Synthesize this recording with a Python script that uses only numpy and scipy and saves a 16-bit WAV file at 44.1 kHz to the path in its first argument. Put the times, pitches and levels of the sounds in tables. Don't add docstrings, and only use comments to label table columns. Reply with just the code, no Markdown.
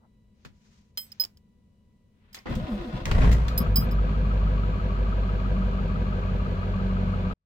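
import sys
import numpy as np
from scipy import signal
from scipy.fft import rfft, irfft
from scipy.io import wavfile
from scipy.ndimage import uniform_filter1d

SR = 44100
rng = np.random.default_rng(int(sys.argv[2]) if len(sys.argv) > 2 else 0)


def store_wav(level_fs):
    pcm = np.round(np.clip(np.atleast_2d(level_fs), -1, 1) * 32767)
    wavfile.write(sys.argv[1], SR, pcm.T.astype(np.int16))


N = 328545
TIME, HZ = np.arange(N) / SR, np.fft.rfftfreq(N, 1 / SR)
CRACK_SAMPLES = 16384
CRACK_HZ = np.fft.rfftfreq(CRACK_SAMPLES, 1 / SR)
FIRINGS_PER_CYCLE = 8
CRANK_S, FIRE_S, STOP_S = 2.458, 3.06, 7.328
RUN_S, RUN_RISE_S = 3.27, 0.29
HUNT_S = 3.625

PART_LEADS = [.85, .8, .55, .25, .4, .85, .42, .55, .3]


def engine(firings):
    # (frequency [Hz], level [dB])
    clatter_colour = [(150, -33), (250, -6.5), (308, -10), (380, -5), (455, -10.5), (600, -7.5), (760, -12),
                      (1200, -16.5), (1550, -13), (1850, -23.5), (2450, -19.5), (4400, -29.5),
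                      (5400, -40.5), (7000, -40), (9000, -59), (11500, -48.5), (16000, -52.5)]
    # (frequency [Hz], level [dB])
    rumble_colour = [(15, -23.5), (25, -11.5), (60, 4.5), (85, -9.5), (120, -4.5), (160, 2), (235, -8),
                     (275, -14.5), (330, -26), (600, -66)]
    cold = np.exp(-np.maximum(TIME - HUNT_S, 0) / 0.45) * ramp(HUNT_S - .12, 0.1)
    rumble_gain = gain_of(-31 + 1.5 * governor() + 5 * cold)
    knock_gain = gain_of(-41 + 3.5 * governor())
    stroke = firings + PART_LEADS[0]
    injectors = rattle(stroke, rough=0.52, decay=0.2, bed=2.7, uneven_db=-0.5)
    clatter = cab(injectors, colour(clatter_colour) * ripple(HZ, depth_db=2.0))
    body = irfft(rfft(clatter) / (1 + (HZ / 900) ** 6), N)
    chug_db = 1.8 * np.cos(2 * np.pi * (stroke - 4.7) / FIRINGS_PER_CYCLE)
    clatter = clatter + body * (gain_of(chug_db) - 1)
    panels = cab(rattle(firings, rough=0.78, decay=0.23, bed=0.56, uneven_db=2), colour(rumble_colour))
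    knock = gain_of(0.5) * clatter + gain_of(-4.0) * block(firings)
    return ramp(RUN_S, RUN_RISE_S) * (knock_gain * knock + rumble_gain * panels)


def block(firings):
    # (frequency [Hz], width [Hz], level [dB], part [0-8])
    modes = [(399, 20, 3, 0), (428, 20, -5, 0), (502, 20, 4, 1), (528, 20, -6, 1), (626, 30, -2, 2),
             (665, 26, -5, 2), (974, 34, -4.5, 3), (1137, 24, 4, 4), (1222, 54, -1, 5), (1290, 56, 0, 6),
             (1585, 70, -9, 7), (1654, 36, -8, 7), (1972, 40, -15, 8), (2417, 70, -18.5, 8),
             (2698, 70, -20, 8), (3472, 90, -23, 8), (4137, 90, -26, 8), (4520, 90, -28, 8)]
    cylinders = [(-5, -3, 0, -4, -7, -5, -7, -7, -5), (-10, -3, -7, -12, -10, -8, -11, -1, -6),
                 (-6, -8, -2, -8, -7, 0, 3.5, -5, -5), (-3, -5, -4, -4, -10, -8, -12, -2, -5),
                 (0, -1, -2, -1, -7, -9, -10, -2, -4), (-2, 0, -1, -4, -12, -8, -11, -1, 0),
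                 (-7, -7, -5, -12, -13, -8, -13, -4, -5), (-2, -4, -10, 0, 0, 0, -3, -9, -1)]
    ring, to_seat_s = 0, 0.00497
    for part, (lead, cylinder_db) in enumerate(zip(PART_LEADS, np.transpose(cylinders))):
        response = sum(gain_of(db) / ((1 + 2j * (HZ - hz) / width) * (1 + 1j * (HZ - hz) / (2 * width)))
                       for hz, width, db, owner in modes if round(owner) == part)
        ring = ring + response * rfft(blows(firings + lead, cylinder_db, uneven_db=1, jitter_s=.00015))
    return cab(irfft(ring * np.exp(-2j * np.pi * HZ * to_seat_s), N), 1)


def blows(stroke, cylinder_db, uneven_db, jitter_s, path_spread_s=.001):
    at = np.flatnonzero(np.diff(stroke.astype(int))) + 1
    cylinder = stroke[at].astype(int) % len(cylinder_db)
    chance = rng.standard_normal((len(at), 2))
    force = gain_of(cylinder_db[cylinder] + uneven_db * chance[:, 0])
    path_s = path_spread_s * rng.uniform(-1, 1, (2, len(cylinder_db)))
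    late_s = path_s[:, cylinder] + jitter_s * chance[:, 1]
    arrivals = np.clip(at + np.round(SR * late_s), 0, N - 1).astype(int)
    return np.array([np.bincount(side, force, N) for side in arrivals])


def rattle(firings, rough, decay, bed, uneven_db):
    size = 7200
    place_in_cycle = (firings / FIRINGS_PER_CYCLE % 1 * size).astype(int)
    repeated = rng.standard_normal((2, size))[:, place_in_cycle]
    noise = np.sqrt(1 - rough) * repeated + np.sqrt(rough) * rng.standard_normal((2, N))
    force = gain_of(uneven_db * rng.standard_normal(N))[firings.astype(int)]
    return noise * (bed + force * np.exp(-(firings % 1) / decay))


def exhaust(firings, rate):
    # (driving order [x firing rate], frequency [Hz], width [Hz], level [dB])
    resonances = [(1, 49.5, 2.4, -23), (2, 91.3, 13.5, -31.5), (4, 187.8, 6.9, -32.5)]
    # (order [x engine cycle rate], level [dB])
    lope_orders = [(3, -48.5), (10, -54.5), (11, -52.5), (14, -41), (31, -49.5), (38, -49.5)]
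    lag_s = np.array([[0], [0.00032]])
    boom, lope, cycles = 0, 0, firings / FIRINGS_PER_CYCLE
    for order, hz, width, db in resonances:
        order = round(order)
        level = gain_of(db) / np.hypot(1, 2 * (order * rate - hz) / width)
        if order == 1:
            level *= gain_of(-7.5 * np.maximum(governor(), -.3)) * (1 + 0.16 * drift(5))
            level += gain_of(-14.5) * swell(3.303, rise_db_per_s=102, fall_db_per_s=87.5)
        else:
            level *= 1 + 0.3 * drift(7)
        boom += level * np.sin(2 * np.pi * order * (firings - rate * lag_s + 0.0049 * drift(10)))
    for order, db in lope_orders:
        level = gain_of(db) * (1 + 0.15 * drift(2.6))
        lope += level * np.cos(2 * np.pi * (round(order) * cycles + rng.random()))
    return np.sqrt(2) * (ramp(FIRE_S, .02) * boom + ramp(RUN_S, RUN_RISE_S) * lope)


def governor(period_s=.24, decay_s=0.27):
    since = TIME - HUNT_S
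    onset = ramp(HUNT_S - period_s / 2, period_s / 2)
    return onset * np.cos(2 * np.pi * since / period_s) * np.exp(-np.maximum(since, 0) / decay_s)


def catch(firings):
    # (frequency [Hz], level [dB])
    surge_colour = [(7.1, -44.5), (16, -3), (48, -1.5), (165, -11), (310, -25), (502, -25), (566, -29),
                    (638, -22.5), (788, -33.5), (1170, -28.5), (1280, -31.5), (2130, -36), (9590, -62),
                    (16000, -68)]
    cold_lag = .35
    fuel = ramp(FIRE_S, 0.004) * swell(3.255, rise_db_per_s=32, fall_db_per_s=58)
    hammer = rattle(firings - cold_lag, rough=0.85, decay=.35, bed=.65, uneven_db=1)
    return gain_of(-16) * fuel * cab(hammer, colour(surge_colour) * ripple(HZ, depth_db=2.0))


def starter(firings, thud_rise_s=0.02, rock_hz=43):
    # (time [s], cab rocking [dB], thud [dB])
    compressions = [(2.462, -60, -41), (2.49, -55, -27.5), (2.522, -35, -37.5), (2.556, -27, -30.5),
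                    (2.61, -34, -33), (2.715, -31, -42), (2.788, -33, -43), (2.87, -38, -43.5),
                    (2.931, -30.5, -35), (3.01, -34, -35.5), (3.145, -26, -31), (3.217, -21.5, -24.5)]
    # (frequency [Hz], level [dB])
    thud_colour = [(15, -31.5), (35, -4.5), (60, -0.5), (130, -1), (220, -3.5), (330, -21.5), (700, -59)]
    # (frequency [Hz], level [dB])
    grind_colour = [(190, -22), (330, -1), (442, -16.5), (487, -10.5), (592, -9), (760, -10.5), (850, -20),
                    (964, -11.5), (1520, -16.5), (1820, -17), (4360, -28), (9520, -51.5), (16000, -53)]
    # (time [s], length [s], start pitch [Hz], pitch lost [share], level [dB])
    groans = [(2.462, 0.076, 491, -0.11, -43), (2.483, 0.041, 300, .29, -35),
              (2.54, 0.086, 229.3, 0.038, -35), (2.558, 0.054, 527, .03, -41),
              (2.597, 0.084, 557, -.15, -45.5), (2.669, 0.054, 587, -.02, -44),
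              (2.675, 0.1295, 299.6, 0.33, -28.5), (2.69, .11, 526, .06, -46.5),
              (2.726, 0.057, 612, .04, -43.5), (2.783, 0.087, 368.7, 0.074, -38),
              (2.835, 0.093, 305, .27, -35), (2.838, 0.096, 513.6, 0.048, -46.5),
              (2.925, 0.052, 215, 0.45, -34.5), (2.965, 0.088, 503, -.04, -46),
              (2.971, .05, 590, -.03, -48)]
    thud, rock = 0, 0
    for s, rock_db, thud_db in compressions:
        age = np.maximum(TIME - s, 0) / thud_rise_s
        push = age * np.exp(1 - age)
        thud += gain_of(thud_db) * push
        rock += gain_of(rock_db) * push ** 2 * np.sqrt(2) * np.sin(2 * np.pi * rock_hz * (TIME - s))
    engaged = ramp(CRANK_S, 0.016) * (1 - ramp(FIRE_S - .04, 0.11))
    chug_db = 2 * np.cos(2 * np.pi * (TIME - 2.823) / 0.147)
    grind = engaged * gain_of(-44.5 + chug_db - 1.5 * (TIME - CRANK_S) + 1.8 * drift(40))
    grind += gain_of(-29.5) * thud
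    out = rock + thud * cab(rng.standard_normal((2, N)), colour(thud_colour))
    gears = rattle(9 * firings, rough=0.97, decay=0.76, bed=1.0, uneven_db=3.5)
    out += grind * cab(gears, colour(grind_colour) * ripple(HZ, depth_db=4.0))
    for s, *shape in groans:
        add(out, s, groan(*shape))
    return out


def groan(length, start_hz, sag, db):
    progress = np.linspace(0, 1, int(length * SR))
    shake = unit_rms(uniform_filter1d(rng.standard_normal(len(progress)), size=200))
    wobble = unit_rms(uniform_filter1d(rng.standard_normal(len(progress)), size=200))
    glide = 1 - sag * np.tanh(4.48 * progress * (1 + progress) / 2)
    phase = 2 * np.pi * np.cumsum(start_hz * glide * (1 + .008 * wobble)) / SR
    tone = np.sin(phase) + gain_of(-18) * sum(np.sin(k * phase) / k for k in range(2, 6))
    return gain_of(db) * np.sqrt(2) * np.sin(np.pi * progress ** .8) * (1 + .2 * shake) * tone


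def keys(bounces_per_s=700, bounce_decay_s=.028, spread_rad=1.38):
    # (frequency [Hz], level [dB], t60 [s], family [0-3])
    overtones = [(2080, -27.5, .3, 0), (3145, -4, .13, 0), (3278, -13, .09, 0), (3984, -11, .07, 0),
                 (4300, -6, .066, 0), (8070, -13, .4, 0), (5051, 0, .15, 1), (7065, -32, .15, 1),
                 (8930, -26, .1, 1), (8979, -22, .08, 2), (11470, -8, .24, 2), (11550, -9, .18, 2),
                 (11390, -14, .12, 2), (12208, -22, .25, 2), (12650, -26, .17, 2), (15075, -12, .06, 3),
                 (15230, -5, .07, 3), (15293, 1.5, .097, 3), (15350, -6, .065, 3)]
    # (time [s], contact [dB], ring of each family [dB], bunch shimmer [dB],
    # time until damped [s], left minus right [dB])
    clinks = [(0.9737, -30.5, (-30, -26, -32.5, -35), -38, .13, -3.5),
              (1.118, -47.5, (-53.5, -37.5, -61.5, -55.5), -49, .011, -8.5),
              (1.1983, -42, (-42, -16, -34.5, -28), -33.5, 0.035, -8),
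              (1.2167, -42.5, (-45, -38, -35.5, -42.5), -43.5, .012, -4.5),
              (1.2367, -37.5, (-41, -24, -46, -41.5), -42, 0.0061, -5),
              (1.2495, -42.5, (-46.5, -20.5, -43, -41), -43, 0.0019, -8), (1.371, -60, (-60, -54, -80, -67),
              -68, 0.006, -0.5), (2.329, -52, (-56, -51, -62, -62), -63, .04, -5),
              (2.388, -65, (-65, -41, -73, -63), -59, 0.0034, -13), (3.484, -58, (-58, -62, -59, -63),
              -59, .063, 3), (3.577, -36, (-42, -29, -16, -31), -22.5, .02, -1.5),
              (3.601, -52, (-54, -40, -33, -44), -45, 0.033, 3), (3.758, -40.5, (-34.5, -19, -25.5, -21.5),
              -26.5, .075, -1), (3.806, -60, (-51, -41, -35, -48), -41, 0.053, -1),
              (3.911, -50, (-54, -43.5, -55, -52), -50, 0.03, 0)]
    out, t = np.zeros((2, N)), np.arange(SR // 4) / SR
    for s, contact_db, family_db, bunch_db, free_s, pan_db in clinks:
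        pitches = np.linspace(2800, 16000, 110) + rng.uniform(-100, 100, 110)
        add(out, s, crack(contact_db, snap_colour(tilt_db=6.5), t60=.045, tail_db=-23))
        envelope = (0.019 + np.exp(-(t / free_s) ** 4)) * (1 - np.exp(-t / 0.0013))
        bounces = .24 * np.exp(-t / bounce_decay_s) * (rng.random(len(t)) < bounces_per_s / SR)
        for hz, db, t60, family in overtones:
            kicks = (t == 0) + bounces * (hz / 12500) ** 2 * np.exp(2j * np.pi * rng.random(len(t)))
            amplitude = signal.lfilter([1], [1, -gain_of(-60 / (t60 * SR))], kicks)
            swing = amplitude * np.exp(2j * np.pi * hz * t)
            phase = rng.uniform(0, 2 * np.pi) + spread_rad * rng.choice([-1, 1]) * np.arange(2)[:, None]
            ring = gain_of(family_db[round(family)] + db) * (swing * np.exp(1j * phase)).real
            lean_db = pan_db - 7 * (hz > 14000)
            add(out, s, envelope * ring * gain_of([[lean_db / 2], [-lean_db / 2]]))
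        brief = len(t) // 2
        shimmer = envelope[:brief] * bunch(t[:brief], pitches)
        add(out, s, shimmer * gain_of([[bunch_db + pan_db / 2], [bunch_db - pan_db / 2]]))
    return out


def bunch(t, pitches):
    # (frequency [Hz], level [dB])
    bunch_colour = [(2800, -18), (4900, -6), (6000, -21), (7100, -8.5), (7800, -18.5), (9000, -10.5),
                    (10000, -19), (11500, -2), (13000, -8), (15000, 2), (16000, -6)]
    phase = rng.uniform(0, 2 * np.pi, (2, len(pitches), 1))
    strength = gain_of(curve_at(bunch_colour, pitches) + 3 * rng.standard_normal(len(pitches)))[:, None]
    t60 = 0.082 * np.exp(.25 * rng.standard_normal((len(pitches), 1)))
    envelopes = strength / np.linalg.norm(strength) * gain_of(-60 * t / t60)
    return (envelopes * np.sin(2 * np.pi * pitches[:, None] * t + phase)).sum(1)


def snaps(ring_half_width=0.056):
    # (time [s], level [dB], tilt [dB/octave], t60 [s], ring pitch [Hz], ring level [dB])
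    hits = [(.449, -44.5, -2.5, 0.079, 1400, 0), (.46, -42.5, -50, 0.15, 90, -4),
            (.975, -50, -3.5, 0.075, 1600, -7), (1.217, -51.5, -7, 0.21, 700, 2),
            (1.245, -54, -11.5, 0.072, 447, -2), (2.345, -37, 3.5, 0.073, 4200, -5),
            (2.366, -46.5, -3, 0.17, 2030, 3), (2.457, -35, -11.5, 0.28, 400, 1),
            (2.468, -35.5, -8.5, 0.082, 1970, 15), (2.524, -38, -11, .06, 600, 11),
            (2.553, -39.5, 1, 0.054, 3600, -1), (3.055, -25, -1, 0.023, 2050, -7),
            (3.113, -22, -4.5, 0.031, 2400, 5), (3.184, -31.5, -11, 0.14, 560, 8),
            (3.218, -27, -9.5, 0.12, 2400, 5.5), (3.244, -26.5, -9.5, 0.083, 1000, 3.5),
            (3.315, -35.5, 1, 0.12, 2100, 3.5), (3.326, -38, 3.5, 0.066, 7000, 0),
            (3.482, -29, -2, 0.025, 4200, 6)]
    out = np.zeros((2, N))
    for s, db, tilt_db, t60, ring_hz, ring_db in hits:
        ring = 1 + gain_of(ring_db) / (1 + ((CRACK_HZ / ring_hz - 1) / ring_half_width) ** 2)
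        add(out, s, crack(db, snap_colour(tilt_db) * ring, t60, tail_db=-14.5))
    return out


def crack(db, response, t60, tail_db):
    t = np.arange(CRACK_SAMPLES) / SR
    spectrum = rfft(rng.standard_normal((2, CRACK_SAMPLES)))
    ring = unit_rms(irfft(spectrum * response * ripple(CRACK_HZ, depth_db=4.0)))
    fall = np.exp(-t / 0.00068) + 0.94 * gain_of(-60 * t / t60) + gain_of(tail_db - 60 * t / 0.26)
    return gain_of(db) * ring * fall * (1 - np.exp(-t / 0.00076))


def snap_colour(tilt_db):
    # (frequency [Hz], level [dB])
    untilted = [(22, -43), (90, -1), (300, 1), (900, 1), (2000, 2.5), (4500, -1), (7000, -5.5),
                (10000, -18.5), (12000, -13), (15500, -16)]
    return gain_of(curve_at(untilted, CRACK_HZ) + tilt_db * np.log2(1 + CRACK_HZ / 700))


def fingers():
    # (time [s], length [s], level [dB], treble cutoff [Hz])
    rustles = [(0, 0.088, -70.5, 1200), (.34, 0.19, -77, 7000), (0.49, 0.45, -73, 12000),
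               (0.937, 0.31, -70, 7000), (2.102, 0.77, -71, 3700)]
    # (frequency [Hz], level [dB])
    rustle_colour = [(300, -15.5), (1200, -5.5), (4100, -6.5), (6550, -6), (9700, -24), (16000, -15)]
    out = np.zeros((2, N))
    for s, length, db, top_hz in rustles:
        touch = gain_of(db + 2.5 * drift(59.8)) * np.sin(np.pi * ramp(s, length))
        out += touch * cab(rng.standard_normal((2, N)), colour(rustle_colour) / (1 + (HZ / top_hz) ** 6))
    return out


def quiet_cab():
    # (frequency [Hz], level [dB])
    murmur_colour = [(12, -54.5), (20, -14), (86, -11), (172, -18), (210, -9), (270, -26), (337, -29),
                     (500, -30.5), (850, -45.5), (1000, -41), (1860, -52), (2390, -47), (16000, -61.5)]
    # (frequency [Hz], level [dB])
    tones = [(215.3, -77), (982, -87), (1965, -90.5), (2945, -95.5), (3924, -96.5)]
    hum = 0
    for hz, db in tones:
        level = gain_of(db + 2 * drift(6.7)) * np.sqrt(2)
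        hum += level * np.sin(2 * np.pi * (hz * TIME + 0.11 * drift(17)))
    return hum + gain_of(-60.5) * cab(rng.standard_normal((2, N)), colour(murmur_colour))


def cab(pair, response):
    # (frequency [Hz], left-right correlation [-1 to 1])
    likeness = [(60, 0.96), (130, 1), (215, 0.92), (300, 0), (400, 0.7), (520, 0.88), (620, 0.38),
                (760, 0.082), (970, 0.51), (1130, -0.52), (1300, -0.59), (1550, -0.43), (2000, 0.17),
                (3100, -0.047), (6820, 0.01), (15000, -0.43)]
    # (frequency [Hz], left minus right [dB])
    balance = [(60, 1), (110, 1.5), (200, 2), (260, 4.5), (480, -0.5), (660, 4.5), (800, 1), (1290, 4.5),
               (2380, 2), (4400, 0), (8120, 3), (15000, -6)]
    common, separate = rfft(pair) * response
    same = np.clip(curve_at(likeness, HZ), -1, 1)
    lean = gain_of(curve_at(balance, HZ) / 2)
    right = same * common + np.sqrt(1 - same ** 2) * separate
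    out = irfft(np.array([common * lean, right / lean]), N)
    return out / out.mean(0).std()


def ripple(hz, depth_db):
    knots = np.arange(0, SR / 2, 32)
    peaks = np.interp(hz, knots, rng.standard_normal(len(knots)))
    return gain_of(depth_db * peaks * np.clip(hz / 700 - .4, 0, 1))


def gain_of(db):
    return 10 ** (np.asarray(db) / 20)


def unit_rms(x):
    return x / np.sqrt(np.mean(x ** 2) + 1e-20)


def curve_at(points, hz):
    knots, values = np.transpose(points)
    return np.interp(np.log(hz + 1), np.log(knots + 1), values)


def colour(points):
    return gain_of(curve_at(points, HZ))


def add(mix, start_s, sound):
    part = mix[:, round(start_s * SR):][:, :sound.shape[-1]]
    part += sound[..., :part.shape[-1]]


def drift(per_s):
    knots = np.arange(0, N / SR + 1, 1 / per_s)
    return np.interp(TIME, knots, rng.standard_normal(N)[:len(knots)])


def ramp(start_s, rise_s):
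    return np.clip((TIME - start_s) / rise_s, 0, 1)


def swell(peak_s, rise_db_per_s, fall_db_per_s):
    return gain_of(-np.maximum(rise_db_per_s * (peak_s - TIME), fall_db_per_s * (TIME - peak_s)))


def scene():
    # (time [s], rate [firings/s])
    speed = [(2.45, 6.24), (3.0, 12), (3.16, 30), (3.3, 56), (3.48, 58.2), (3.7, 49), (4.2, 49.56),
             (5.9, 47.72), (7.0, 47.27), (7.33, 46.15)]
    rate = np.interp(TIME, *np.transpose(speed))
    firings = np.cumsum(rate) / SR
    truck = starter(firings) + catch(firings) + engine(firings) + exhaust(firings, rate)
    cutoff = np.clip((STOP_S - TIME) / 0.0096 + 1, .001, 1)
    return (truck + keys() + fingers() + snaps() + quiet_cab()) * cutoff


def record(dry):
    lowpass = signal.firwin(255, 16100, window=("kaiser", 9), fs=SR)
    return signal.oaconvolve(dry, lowpass[None], "same")


dry = scene()
out = record(dry)
store_wav(out)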